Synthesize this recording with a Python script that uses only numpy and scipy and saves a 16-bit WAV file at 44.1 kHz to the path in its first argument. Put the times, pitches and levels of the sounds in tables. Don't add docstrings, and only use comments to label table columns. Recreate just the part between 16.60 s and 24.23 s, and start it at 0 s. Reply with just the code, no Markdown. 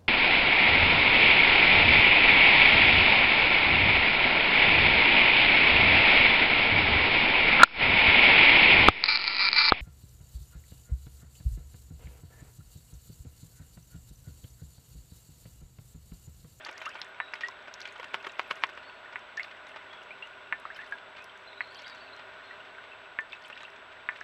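import sys
import numpy as np
from scipy import signal
from scipy.fft import rfft, irfft
from scipy.io import wavfile
from scipy.ndimage import uniform_filter1d

SR = 44100
rng = np.random.default_rng(int(sys.argv[2]) if len(sys.argv) > 2 else 0)


def log_audio(samples):
    frames = np.atleast_2d(samples).T
    limited = np.clip(frames, -1, 1)
    pcm = np.round(limited * 32767).astype(np.int16)
    wavfile.write(sys.argv[1], SR, pcm)


N = 336483
TIME = np.arange(N) / SR
AGE = np.arange(8192) / SR


def undb(db):
    return 10 ** (np.asarray(db) / 20)


def level(x, db):
    return x * undb(db) / np.sqrt(np.mean(x ** 2))


def peak(x, db):
    return x * undb(db) / np.abs(x).max()


def add(track, s, sound):
    start = int(np.clip(s * SR, 0, N - 1))
    track[start:start + len(sound)] += sound[:N - start]


def band(x, hz, width_hz):
    sharpness = hz / min(width_hz, SR / 4)
    return signal.lfilter(*signal.iirpeak(min(hz, SR / 2 - 2000), sharpness, fs=SR), x)


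def lowpass(x, hz, order):
    return signal.sosfilt(signal.butter(order, min(hz, SR / 2 - 1), fs=SR, output="sos"), x)


def highpass(x, hz, order):
    return signal.sosfilt(signal.butter(order, hz, "high", fs=SR, output="sos"), x)


def walk(rate):
    step = int(SR / rate)
    drift = uniform_filter1d(np.repeat(rng.standard_normal(N // step + 1), step), step)[:N]
    return drift / drift.std()


def grains(rate, spread_db):
    size = len(AGE)
    hits = (rng.random(size) < rate / SR) * rng.choice([-1, 1], size)
    return hits * undb(spread_db * np.minimum(rng.exponential(size=size), 4))


def click():
    return signal.unit_impulse(len(AGE))


def hiss():
    return rng.standard_normal(len(AGE))


def fade(t60):
    return undb(-60 * AGE / t60)


def corner(x, echo_s, echo_db, tail_db, t60=0.068):
    response = hiss() * fade(t60) * (AGE > .001)
    response *= undb(tail_db) / np.linalg.norm(response)
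    response[0] = 1
    response[int(echo_s * SR)] += undb(echo_db)
    return signal.fftconvolve(x, response)[:N]


def electronics(whine_hz=7796.2, buzz_hz=29.75, whine_db=-79):
    # f/Hz, average level/dB
    hum_tones = [(66, -82.5), (100, -77)]
    hum = sum(undb(db) * np.sin(2 * np.pi * (hz * TIME + rng.random())) for hz, db in hum_tones)
    whine = np.sin(2 * np.pi * whine_hz * TIME) * signal.square(2 * np.pi * buzz_hz * TIME)
    return np.sqrt(2) * (hum + undb(whine_db) * band(whine, whine_hz, 2500))


def rush(rush_db=-49):
    # f/Hz, relative level/dB
    rush_shape = [(25, -16), (55, -11.5), (160, -9.5), (300, -7), (550, -2.5), (1100, 2), (1900, -0.5),
                  (2900, -3.5), (3900, -11), (4900, -22), (6000, -26.5), (8700, -43.5), (11500, -43),
                  (15500, -45)]
    # f/Hz, width/Hz, boost/dB
    case_rings = [(256.8, 18, 5), (397.6, 35, 9), (626.3, 89, 9), (983, 51, 5.5), (1460.5, 103, 10),
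                  (1573, 27, 9), (2300, 210, 0.5), (2677, 80, 4), (3510, 93, 8), (3830, 35, 7)]
    hz = np.maximum(np.fft.rfftfreq(N, 1 / SR), 1)
    points_hz, points_db = np.transpose(rush_shape)
    db = np.interp(np.log(hz), np.log(points_hz), points_db)
    db += sum(boost / (1 + (2 * (hz - centre) / width) ** 2) for centre, width, boost in case_rings)
    air = irfft(rfft(rng.standard_normal(N)) * undb(db), N)
    return level(air, rush_db) * undb(0.53 * walk(0.95) + 0.053 * walk(26))


def twitter(count, note_s=0.023, arch_octaves=.2, leap_octaves=.11, spread_db=6):
    # t/s, f/Hz, level/dB
    tune = [(4.885, 4045, -49), (5.03, 4300, -50.5), (5.17, 4600, -57), (5.35, 4400, -57.5),
            (5.52, 4120, -57)]
    times, tune_hz, tune_db = np.transpose(tune)
    late, leap, loud = rng.uniform(-1, 1, (count, 3)).T
    starts = np.linspace(times[0], times[-1], count) + late * note_s
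    pitches = np.interp(starts, times, tune_hz) * 2 ** (leap_octaves * leap)
    levels = np.interp(starts, times, tune_db) + spread_db * loud
    return [(s, note_s, hz, arch_octaves, db) for s, hz, db in zip(starts, pitches, levels)]


def songbirds(flutter_db=3, waver_octaves=0.019, arch_octaves=0.019):
    # t/s, length/s, f/Hz, level/dB
    whistles = [(0.599, 0.08, 3870, -55), (2.22, .091, 4370, -62), (3.295, 0.082, 3340, -52.5),
                (5.235, 0.0988, 3836, -55), (5.83, 0.11, 4180, -63)]
    out = np.zeros(N)
    notes = [(s, length, hz, arch_octaves, db) for s, length, hz, db in whistles]
    for s, length, hz, arch, db in notes + twitter(count=19):
        along = np.linspace(-1, 1, int(length * SR))
        pitch = hz * 2 ** (-arch * along ** 2 + waver_octaves * walk(250)[:len(along)])
        swell = np.sqrt(1 - along ** 2)
        add(out, s, undb(db) * swell * np.sin(2 * np.pi * np.cumsum(pitch) / SR))
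    out *= undb(flutter_db * walk(200))
    return corner(out, echo_s=0.027, echo_db=-21, tail_db=-3.5, t60=0.48)


def vigour(build_s=.04, fade_s=.06, rest_db=-17):
    # t/s, length/s, strength/dB
    shakes = [(0, .42, 0), (0.721, .15, -3), (1.168, .14, 0), (1.397, .68, -4), (2.759, .1, -2),
              (3.0, .17, -10), (4.119, .11, 0), (5.099, .2, -1), (6.676, .38, -6), (7.497, .13, -8)]
    out = np.full(N, undb(rest_db))
    for s, length, db in shakes:
        build = np.clip((TIME - s) / build_s, 0, 1)
        out += undb(db) * build * np.exp(-np.maximum(TIME - s - length, 0) / fade_s)
    return out


def small_events(db, spread_db, hz, octaves, follow, count):
    effort = vigour()
    share = (np.arange(count) + rng.random(count)) / count
    at = np.minimum(np.searchsorted(np.cumsum(effort), share * effort.sum()), N - 1)
    loud, high = np.clip(rng.standard_normal((count, 2)), -2, 2).T
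    levels = db + follow * 20 * np.log10(effort[at]) + spread_db * loud
    return list(zip(at / SR, levels, hz * 2 ** (octaves * high)))


def spray(full_shake_db=-61, lowest_hz=2600, spread_db=5.5, fall_db_per_octave=9.0, ring_cycles=4.7):
    patter = np.zeros(N)
    for when, smallness, luck in rng.random((2600, 3)):
        octaves = 2.5 * smallness
        cycles = lowest_hz * 2 ** octaves * AGE[:256]
        db = spread_db * min(-np.log(luck), 4) - fall_db_per_octave * octaves
        ping = cycles * np.exp(-2 * cycles / ring_cycles) * np.sin(2 * np.pi * cycles)
        add(patter, when * N / SR, undb(db) * ping)
    patter = corner(patter, echo_s=0.0015, echo_db=-13.5, tail_db=-3.5)
    return level(patter, full_shake_db) * vigour()


def drops(spatter_s=0.0023, ring_db=1, drip_tick_db=-15, stray_db=-50.5, stray_hz=5800, stray_tick_db=-7):
    # t/s, peak level/dB, f/Hz, tick compared with smack/dB (before a 4 dB cut)
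    big_drops = [(.0493, -28, 4650, -17), (.113, -45, 6220, 0), (.18, -32.5, 5100, -13),
                 (.257, -35, 5470, -10), (0.4163, -20, 4180, -39), (0.7394, -32, 4900, -16),
                 (.809, -33, 4900, -23), (0.8847, -29.5, 5200, -25), (1.1401, -28.5, 5300, -19),
                 (1.2053, -34, 5460, -11), (1.216, -29.5, 4440, -28), (2.772, -30.5, 5470, -30),
                 (2.832, -28, 4000, -31), (4, -49.5, 7460, 3), (4.6429, -40.5, 5070, -1),
                 (5.222, -44, 5000, -10), (5.2803, -36, 4900, -15), (6.8826, -56.5, 5330, 10),
                 (7.6077, -40, 5270, -31)]
    out = np.zeros(N)
    drips = small_events(db=-42.5, spread_db=1.5, hz=5540, octaves=0.18, follow=0.94, count=44)
    drips = [(*drip, drip_tick_db) for drip in drips]
    strays = [(when * N / SR, stray_db, stray_hz * 2 ** (0.28 * (high - .5)), stray_tick_db)
              for when, high in rng.random((18, 2))]
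    for s, db, hz, tick_db in big_drops + drips + strays:
        impact = click() + undb(-20) * hiss() * np.exp(-AGE / spatter_s)
        pocket = undb(ring_db) * band(impact, hz, 350)
        smack = lowpass(band(impact, hz, 4400) + pocket, hz * 1.22, order=7)
        tick = lowpass(band(impact, 10400, 3000), 12500, order=3)
        add(out, s, peak(smack, db) + peak(tick, db + tick_db - 4))
    return corner(out, echo_s=0.00071, echo_db=-24, tail_db=-14.5)


def sloshes(swell_s=0.001915, fade_s=0.0078, trim_db=-6.5):
    # t/s, strength/dB, f/Hz
    big_sloshes = [(.058, -24.5, 1613), (.087, -25, 1100), (.217, -24.5, 1560), (.265, -31, 1370),
                   (.354, -30.5, 1190), (.388, -35, 1540), (0.809, -26, 1750), (1.076, -29, 950),
                   (1.252, -26.5, 2550), (2.088, -32.5, 1400), (2.526, -31, 1540), (2.842, -30, 1620),
                   (3.162, -29.5, 1190), (3.33, -32.5, 1680), (4.582, -29, 1500), (5.27, -38, 1650),
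                   (5.59, -33.5, 1200), (6.901, -32.5, 1070), (7.033, -31.5, 1100), (7.161, -33.5, 1500)]
    out = np.zeros(N)
    surge = (1 - np.exp(-AGE / swell_s)) * np.exp(-AGE / fade_s)
    laps = small_events(db=-35, spread_db=3.5, hz=1900, octaves=.35, follow=.2, count=48)
    for s, db, hz in big_sloshes + laps:
        water = lowpass(band(grains(2500, 5.7), hz, 1470), 3500, order=3)
        water = highpass(water, 360, order=2)
        add(out, s - swell_s, level(water, db + trim_db) * surge)
    return corner(out, echo_s=0.0033, echo_db=-4, tail_db=-14.0)


def bubble(hz, t60, rise):
    pitch = hz * 2 ** np.minimum(rise * AGE, 1)
    return band(np.sin(2 * np.pi * np.cumsum(pitch) / SR) * fade(t60), hz, hz)


def bubbles(splash_db=-16, splash_s=0.0086):
    # t/s, level/dB, f/Hz, time to fade 60 dB/s, pitch rise/(octaves a second)
    plinks = [(.258, -32.5, 2680, 0.057, 11), (0.2644, -30, 1155, 0.13, 17),
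              (.8346, -25.5, 1885, 0.13, 1.07), (.886, -32, 1027, 0.044, 3.4),
              (2.775, -27.5, 1755, 0.065, 1.5), (2.7962, -22, 2033, 0.045, 10),
              (3.507, -35, 2304, 0.082, 8.4), (3.6248, -33.5, 2726, 0.1, 3.1),
              (4.0532, -21.5, 1230, .013, 4), (4.102, -32, 1536, .054, 27), (4.19, -33, 1660, 0.092, 7.2),
              (4.3228, -25.5, 1634, 0.11, .45), (4.604, -42, 2460, 0.12, 3.1),
              (5.909, -39.5, 1905, 0.078, 2), (6.183, -37, 1566, .033, 2.5),
              (6.317, -42.5, 2640, 0.06, 1.7), (6.723, -35, 3540, .019, 3), (6.7307, -27, 2560, 0.02, 4.9),
              (6.9275, -35, 2620, 0.034, 22), (7.0505, -37, 2660, 0.035, 6.6),
              (7.612, -28, 1664, 0.026, 2.3)]
    out = np.zeros(N)
    for s, db, hz, t60, rise in plinks:
        splash = lowpass(band(grains(2500, 5.1), hz, 1200), 3460, order=4)
        splash = level(splash, db + splash_db) * np.exp(-AGE / splash_s)
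        add(out, s, undb(db) * bubble(hz, t60, rise) + splash)
    for s, db, hz in small_events(db=-42.5, spread_db=1.9, hz=2194, octaves=.3, follow=0.04, count=190):
        add(out, s, undb(db) * bubble(hz, t60=0.023, rise=14 * rng.random()))
    return corner(out, echo_s=.0045, echo_db=-18, tail_db=-9.5, t60=0.11)


def pecks():
    # t/s, knock level/dB, f/Hz, width/Hz, ring strength/dB
    strikes = [(0.6016, -15, 1620, 2400, -29), (0.7365, -18.5, 2470, 2360, -50),
               (2.558, -18, 2050, 1300, -46), (3.9252, -12, 2049, 1460, -26), (5.0066, -15, 1970, 582, -53),
               (6.5883, -16, 1960, 920, -23.5), (7.489, -13, 1900, 920, -28)]
    # f/Hz, relative level/dB, time to fade 60 dB/s
    bowl_tones = [(1783, -1.5, 0.11), (1830, -31.5, 0.042), (2130, -15.5, .03), (1076, -14.5, 0.065)]
    knocks, rings = np.zeros((2, N))
    bowl = sum(undb(db) * fade(t60) * np.sin(2 * np.pi * hz * AGE) for hz, db, t60 in bowl_tones)
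    for s, knock_db, hz, width_hz, ring_db in strikes:
        knock = lowpass(band(click(), hz, width_hz), 2360, order=6)
        add(knocks, s, peak(knock, knock_db))
        add(rings, s, undb(ring_db) * lowpass(bowl, 3980, order=6))
    return corner(highpass(knocks, 740, order=3), echo_s=0.00411, echo_db=-8.5, tail_db=-6.5) + rings


def wings(lead_s=0.011, swell_s=0.0037, fade_s=0.0042, cup_hz=1080, cup_db=3, wet_db=-37, air_db=-10):
    # t/s, clap peak/dB, rustle level/dB, clap base f/Hz, clap bass cut/Hz
    beats = [(1.399, -28, -38.5, 1500, 630), (1.431, -28.5, -41.5, 2000, 630),
             (1.5437, -12.5, -28.5, 1540, 610), (1.6697, -23.5, -33, 1480, 450),
             (1.7952, -11, -31.5, 1600, 423), (1.9113, -14, -27.5, 2100, 700), (2.0373, -6, -34, 1630, 900),
             (2.176, -29, -42.5, 1490, 630)]
    out = np.zeros(N)
    stroke = np.exp(np.minimum((AGE - lead_s) / swell_s, (lead_s - AGE) / fade_s))
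    cup = undb(cup_db) * band(click(), cup_hz, 260)
    for s, clap_db, rustle_db, base_hz, cut_hz in beats:
        clap = lowpass(band(click(), base_hz * 1.3, 1560) + cup, 2680, order=3)
        add(out, s, peak(highpass(clap, cut_hz, order=3), clap_db))
        rustle = lowpass(band(hiss(), 1250, 2300), 2300, order=2)
        rustle = level(highpass(rustle, 910, order=3), rustle_db)
        air = level(lowpass(band(hiss(), 470, 250), 580, order=5), rustle_db + air_db)
        flick = lowpass(band(grains(5000, 3), 13600, 5000), 13000, order=3)
        add(out, s - lead_s, (rustle + air + level(flick, rustle_db + wet_db)) * stroke)
    return corner(highpass(out, 150, order=3), echo_s=.0054, echo_db=-10.5, tail_db=-12)


def scene():
    bath = wings() + pecks() + bubbles() + sloshes() + drops() + spray()
    return (bath + songbirds() + rush() + electronics())[None]


def record(dry):
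    top_hz = 15800
    return signal.sosfilt(signal.ellip(10, .2, 70, top_hz, fs=SR, output="sos"), dry)


dry = scene()
out = record(dry)
log_audio(out)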